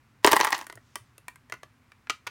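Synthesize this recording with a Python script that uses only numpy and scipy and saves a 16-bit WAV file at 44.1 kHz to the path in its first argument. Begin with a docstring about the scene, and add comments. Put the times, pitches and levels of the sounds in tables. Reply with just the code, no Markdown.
"""Over a low room rumble and a soft handling thump, plastic bricks and small balls tumble onto carpet in a
quick clatter (0.2-0.6 s). Each contact sounds in four parts: a hollow thud, a bright ring, a crack and a fine
tick from the hard edges. A small, quiet room answers. Then loose pieces click now and then (to 2.3 s), with
more soft thumps and a faint rustle near 1 s."""
import sys
import numpy as np
from scipy import signal
from scipy.fft import rfft, irfft
from scipy.io import wavfile

SR = 44100
rng = np.random.default_rng(int(sys.argv[2]) if len(sys.argv) > 2 else 0)


def generate_wav(sig):
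    """Save sig (samples, or channels by samples) to the path in sys.argv[1] as 16-bit PCM at SR."""
    pcm = np.round(np.clip(np.atleast_2d(sig).T, -1, 1) * 32767).astype(np.int16)
    wavfile.write(sys.argv[1], SR, pcm)


N = 101429

# main contacts: t/s, thud/dB, ring/dB, crack/dB, tick/dB
CLATTER_HITS = [(0.2456, 13, 14, 10, -0.5), (0.2539, -5.5, 4.5, -11, -20.5), (0.2638, -14, 0.5, -12.5, 3),
                (0.273, 7.5, 12.5, 5.5, -5.5), (0.2796, -8.5, 5, -6, -7.5), (0.2903, -11.5, -0.5, -12, -20),
                (0.3141, -10.5, 3.5, -3, -4), (0.319, -7.5, 6, 2.5, 0.5), (0.3302, 4.5, 13, 2.5, -1),
                (0.334, -3.5, 3, -7.5, -16), (0.3588, -13.5, -2, -15, -10.5), (0.3645, -11, 8.5, -3, -1),
                (0.3685, -14, 5, -7, -14.5), (0.3945, -16.5, -0.5, -16.5, -14.5),
                (0.401, -2.5, 4, -5.5, -11), (0.41, -7.5, 8, 3.5, -9.5), (0.4318, -18, 0.5, -10.5, -21),
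                (0.4396, -19.5, -4.5, -12, -22), (0.4455, -41, -9, -14, -6.5), (0.4472, -20, 4.5, -5, -7),
                (0.4518, -24, -0.5, -14, -15), (0.4695, -15, 0.5, -11, -16), (0.4741, -14.5, -1, -10, -25),
                (0.4862, -35, -8, -16.5, -33), (0.505, -30.5, -8.5, -22, -12.5),
                (0.5217, -24, -4.5, -6, -21), (0.527, -13, 7, -3, -13.5), (0.5445, -33, -3.5, -11, -29),
                (0.5489, -30, -5.5, -8.5, -27), (0.5795, -28, -24, -30, -18.5), (0.589, -36, -14, -24, -22),
                (0.612, -23, -13.5, -18, -25)]
# hollow modes of the brick assembly: f/Hz, level/dB
HOLLOW_MODES = [(283, -6.5), (334, 2), (406, 1), (445, -1.5), (560, -3), (666, -4.5)]
# ring tones of the clatter: f/Hz, level/dB
RING_TONES = [(735, -15), (848, -5), (900, 0.5), (955, 0.5), (1010, 1), (1075, -2), (1190, -4), (1390, -9),
              (1627, -5), (1815, -3), (1925, -1), (2100, -5)]
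# envelope of the dense crack modes: f/Hz, level/dB
CRACK_SHAPE = [(2200, -1), (3150, 0.5), (3700, -2), (4600, -1), (6500, -3), (8500, -14.5)]
# envelope of the dense edge modes: f/Hz, level/dB
TICK_SHAPE = [(5800, -9.5), (7500, 2.5), (9300, 5), (12000, -0.5), (16500, -2.5)]
# single pieces: t/s, thud/dB, ring/dB, crack/dB, tick/dB, f1/Hz, f2/Hz, f3/Hz
PIECE_HITS = [(0.6672, -32.5, -18.5, -25.5, -18.5, 1500, 1800, 1110),
              (0.6985, -26, -14, -23.5, -25.5, 928, 1516, 1850),
              (0.725, -27, -22, -29.5, -26, 2050, 956, 1320), (0.755, -34, -33, -42, -25, 935, 690, 1520),
              (0.7738, -29, -21.5, -43, -46, 1880, 664, 1336),
              (0.956, -21.5, -9, -13, -9.5, 1160, 1933, 970),
              (1.1801, -32.5, -30.5, -33.5, -24.5, 1990, 2604, 1230),
              (1.2819, -32, -11, -21, -16.5, 1876, 1006, 2350),
              (1.3577, -50, -26.5, -38.5, -30, 1580, 2140, 1015),
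              (1.498, -35, -23, -31, -31.5, 1937, 1690, 593),
              (1.5222, -19.5, -6, -15, -21, 2067, 1420, 1194),
              (1.5387, -28, -16, -26, -29.5, 1456, 1030, 1980),
              (1.6317, -28.5, -18, -24.5, -30.5, 1166, 1720, 630),
              (1.9185, -47.5, -26.5, -33.5, -41.5, 1782, 2334, 1210),
              (2.0704, -42.5, -22.5, -33.5, -47, 1406, 1672, 2100),
              (2.0968, -17, 0, -3.5, -18.5, 1240, 1449, 2370),
              (2.1029, -29.5, -3.5, -5.5, -16, 1360, 1235, 2750),
              (2.2667, -39, -13.5, -20.5, -33, 1494, 2366, 1140),
              (2.27, -25, -8, -12, -18.5, 2265, 970, 1476),
              (2.2753, -31.5, -11.5, -14.5, -26, 913, 1450, 2240)]
# a piece's modes f1..f3: level/dB, t60/s
PIECE_RING = [(-4, 0.031), (-4.5, 0.031), (-4.5, 0.024)]
# envelope of a piece's dense modes: f/Hz, level/dB
PIECE_SHAPE = [(600, -7.5), (1100, -7), (2000, 1.5), (2900, -10)]
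# contour of the light touches: t/s, level/dB
JOSTLE_CONTOUR = [(.225, -40), (0.242, -24), (.25, -15), (.34, -11), (.45, -23.5), (.57, -15.5),
                  (0.645, -27.5)]
# offsets from that contour: thud/dB, ring/dB, crack/dB, tick/dB
JOSTLE_OFFSETS_DB = [-17.5, -1.5, -9, -15]
# reflections: f/Hz, level/dB, t60/s
ROOM_BANDS = [(247.8, -15, 0.084), (995, -13, .21), (2450, -9, 0.165), (8000, -15.5, 0.2),
              (16000, -11, .18)]
# handling thumps: t/s, level/dB
THUMPS = [(.045, -58.5), (0.743, -50.5), (1.003, -53.5), (1.386, -56.5), (1.519, -55)]
# rustle band: low/Hz, high/Hz
RUSTLE_EDGES_HZ = [2340, 7100]
# background noise density: f/Hz, relative level/dB
AIR_SHAPE = [(20, -26.5), (118, -5), (190, -19), (249, -10), (300, -21), (607, -28.5), (1070, -22),
             (2350, -26.5), (3160, -33.5), (16000, -46.5)]

THUD_T60_S, CRACK_T60_S, TICK_T60_S = 0.043, 0.02, 0.011
RING_T60_1KHZ_S, RING_DAMPING_EXPONENT = 0.031, 0.27
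THUD_LOW_HZ = 170   # the small assembly radiates little below this
BUMP_HZ, BUMP_T60_S, BUMP_DB = 90, .03, -28.5   # the floor gives under a thud
STRIKE_SPREAD_DB, DETUNE = 1.46, .013   # the strike point varies each mode's strength and pitch
CONTACT_S = .0009   # a piece's corners touch within this time
RISE_CYCLES, SNAP_DB = .45, -2.5
PIECE_DENSE_DB, PIECE_DENSE_T60_S, PIECE_ROOM_DB = -6, 0.024, -1
PIECE_TOP_HZ = 11900   # softer knocks, duller top
JOSTLES_PER_S, JOSTLE_SPREAD_DB = 180, 2.5
ROOM_DELAY_S, AIR_DB = 0.0051, -62.5
THUMP_HZ, THUMP_RISE_S = 116, .016
RUSTLE_AT_S, RUSTLE_WIDTH_S, RUSTLE_DB = 0.95, 0.15, -71
CUTOFF_HZ = 16500
RING_TIME_S = np.arange(int(.06 * SR)) / SR


def clatter():
    """Main contacts of the tumble, all on the same assembly."""
    out = np.zeros(N)
    for start_s, *levels_db in CLATTER_HITS:
        add(out, start_s, contact(levels_db, clatter_ring()))
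    return out


def contact(levels_db, ring):
    """One knock: thud with floor bump, the given ring, crack, and a tick opening with a sharp pulse."""
    low_cut = signal.butter(2, THUD_LOW_HZ, "high", fs=SR, output="sos")
    hollow = modes(*np.transpose(HOLLOW_MODES), THUD_T60_S)
    bump = from_db(BUMP_DB) * modes(BUMP_HZ, 0, BUMP_T60_S)
    thud = unit_energy(signal.sosfilt(low_cut, hollow)) + bump
    crack = dense_modes(CRACK_SHAPE, CRACK_T60_S, count=40)
    edge_band = signal.butter(2, [TICK_SHAPE[0][0], CUTOFF_HZ], "band", fs=SR, output="sos")
    pulse = signal.unit_impulse(len(RING_TIME_S), int(CONTACT_S * SR))
    snap = from_db(SNAP_DB) * unit_energy(signal.sosfilt(edge_band, pulse))
    tick = unit_energy(dense_modes(TICK_SHAPE, TICK_T60_S, count=64) + snap)
    return from_db(levels_db) @ np.array([thud, ring, crack, tick])


def clatter_ring():
    """Ring of each main contact; higher tones die sooner."""
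    hz, db = np.transpose(RING_TONES)
    return modes(hz, db, RING_T60_1KHZ_S * (hz / 1000) ** -RING_DAMPING_EXPONENT)


def modes(hz, db, t60_s):
    """Damped sines from one contact, each with its own strength, phase and onset; energy 1."""
    hz, db, t60_s = (np.reshape(v, (-1, 1)) for v in (hz, db, t60_s))
    strength, detune = rng.standard_normal((2, len(hz), 1))
    phase, lag = rng.random((2, len(hz), 1))
    t = np.maximum(RING_TIME_S - lag * CONTACT_S, 0)
    rise = 1 - np.exp(-(t * hz / RISE_CYCLES) ** 2)
    decay = np.exp(-np.log(1000) * t / t60_s)
    wave = np.sin(2 * np.pi * (hz * (1 + DETUNE * detune) * t + phase))
    gain = from_db(db + STRIKE_SPREAD_DB * strength)
    return unit_energy(np.sum(gain * rise * decay * wave, axis=0))


def dense_modes(shape, t60_s, count):
    """Modes scattered under a spectral envelope, new for each contact."""
    low_hz, high_hz = shape[0][0], shape[-1][0]
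    hz = low_hz * (high_hz / low_hz) ** ((np.arange(count) + rng.random(count)) / count)
    return modes(hz, at_hz(shape, hz), t60_s)


def clicks():
    """Single pieces knock, each with three pitches of its own over weaker dense modes."""
    out = np.zeros(N)
    for start_s, *levels_db, f1_hz, f2_hz, f3_hz in PIECE_HITS:
        dense = from_db(PIECE_DENSE_DB) * dense_modes(PIECE_SHAPE, PIECE_DENSE_T60_S, count=22)
        pitched = modes([f1_hz, f2_hz, f3_hz], *np.transpose(PIECE_RING))
        add(out, start_s, contact(levels_db, unit_energy(pitched + dense)))
    return signal.sosfilt(signal.butter(1, PIECE_TOP_HZ, fs=SR, output="sos"), out)


def jostle():
    """Light random touches between the main contacts, dying away as the pieces settle."""
    out = np.zeros(N)
    times_s, levels_db = np.transpose(JOSTLE_CONTOUR)
    for slot_s in np.arange(times_s[0], times_s[-1], 1 / JOSTLES_PER_S):
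        start_s = slot_s + rng.random() / JOSTLES_PER_S
        scatter_db = JOSTLE_SPREAD_DB * rng.standard_normal(len(JOSTLE_OFFSETS_DB))
        db = np.interp(start_s, times_s, levels_db) + scatter_db + JOSTLE_OFFSETS_DB
        add(out, start_s, contact(db, clatter_ring()))
    return out


def room(x):
    """Diffuse reflections; level and decay per octave."""
    t = np.arange(SR // 2) / SR
    edges_hz = np.geomspace(70, 18000, 9)
    response = 0
    for low_hz, high_hz in zip(edges_hz, edges_hz[1:]):
        hz = np.sqrt(low_hz * high_hz)
        decay = np.exp(-np.log(1000) * t / at_hz(ROOM_BANDS, hz, column=2))
        tail = rng.standard_normal(len(t)) * decay * (t > ROOM_DELAY_S)
        octave = signal.butter(2, [low_hz, high_hz], "band", fs=SR, output="sos")
        gain = from_db(at_hz(ROOM_BANDS, hz)) * np.sqrt(2 * (high_hz - low_hz) / SR)
        response = response + gain * unit_energy(signal.sosfilt(octave, tail))
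    return signal.fftconvolve(x, response)[:N]


def handling():
    """Soft low thumps as things are moved."""
    out, t = np.zeros(N), np.arange(SR // 4) / SR
    swell = t / THUMP_RISE_S * np.exp(1 - t / THUMP_RISE_S)
    for start_s, db in THUMPS:
        add(out, start_s, from_db(db) * swell * np.sin(2 * np.pi * (THUMP_HZ * t + rng.random())))
    return out


def rustle():
    """One faint swell of high noise."""
    band = signal.butter(2, RUSTLE_EDGES_HZ, "band", fs=SR, output="sos")
    hiss = signal.sosfilt(band, rng.standard_normal(N))
    swell = np.exp(-((np.arange(N) / SR - RUSTLE_AT_S) / RUSTLE_WIDTH_S) ** 2)
    return from_db(RUSTLE_DB) * swell * unit_energy(hiss) * np.sqrt(N)


def background():
    """Steady, faint room rumble and hiss."""
    hz = np.maximum(np.arange(N // 2 + 1) * SR / N, 1)
    air = irfft(rfft(rng.standard_normal(N)) * from_db(at_hz(AIR_SHAPE, hz)), N)
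    return from_db(AIR_DB) * unit_energy(air) * np.sqrt(N)


def from_db(db):
    """Decibels to gain."""
    return 10 ** (np.asarray(db) / 20)


def unit_energy(x):
    """Scale to a sum of squares of 1."""
    return x / np.sqrt(np.sum(x ** 2) + 1e-20)


def at_hz(table, hz, column=1):
    """Interpolate a column over log frequency."""
    table = np.array(table)
    return np.interp(np.log(hz), np.log(table[:, 0]), table[:, column])


def add(out, start_s, sound):
    """Mix a sound in at start_s."""
    start = int(start_s * SR)
    out[start:start + len(sound)] += sound[:N - start]


def scene():
    """Pieces, room and background; mono."""
    quiet = background() + handling() + rustle()
    tumble = clatter()
    singles = clicks()
    tumble += jostle()
    reflections = room(tumble + from_db(PIECE_ROOM_DB) * singles)
    return (tumble + singles + reflections + quiet)[None]


def record(dry):
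    """Soft peak limit, then a steep low-pass."""
    ceiling = .75
    rounded = dry / (1 + (dry / ceiling) ** 4) ** .25
    return signal.sosfilt(signal.ellip(10, .2, 70, CUTOFF_HZ, fs=SR, output="sos"), rounded)


dry = scene()
out = record(dry)
generate_wav(out)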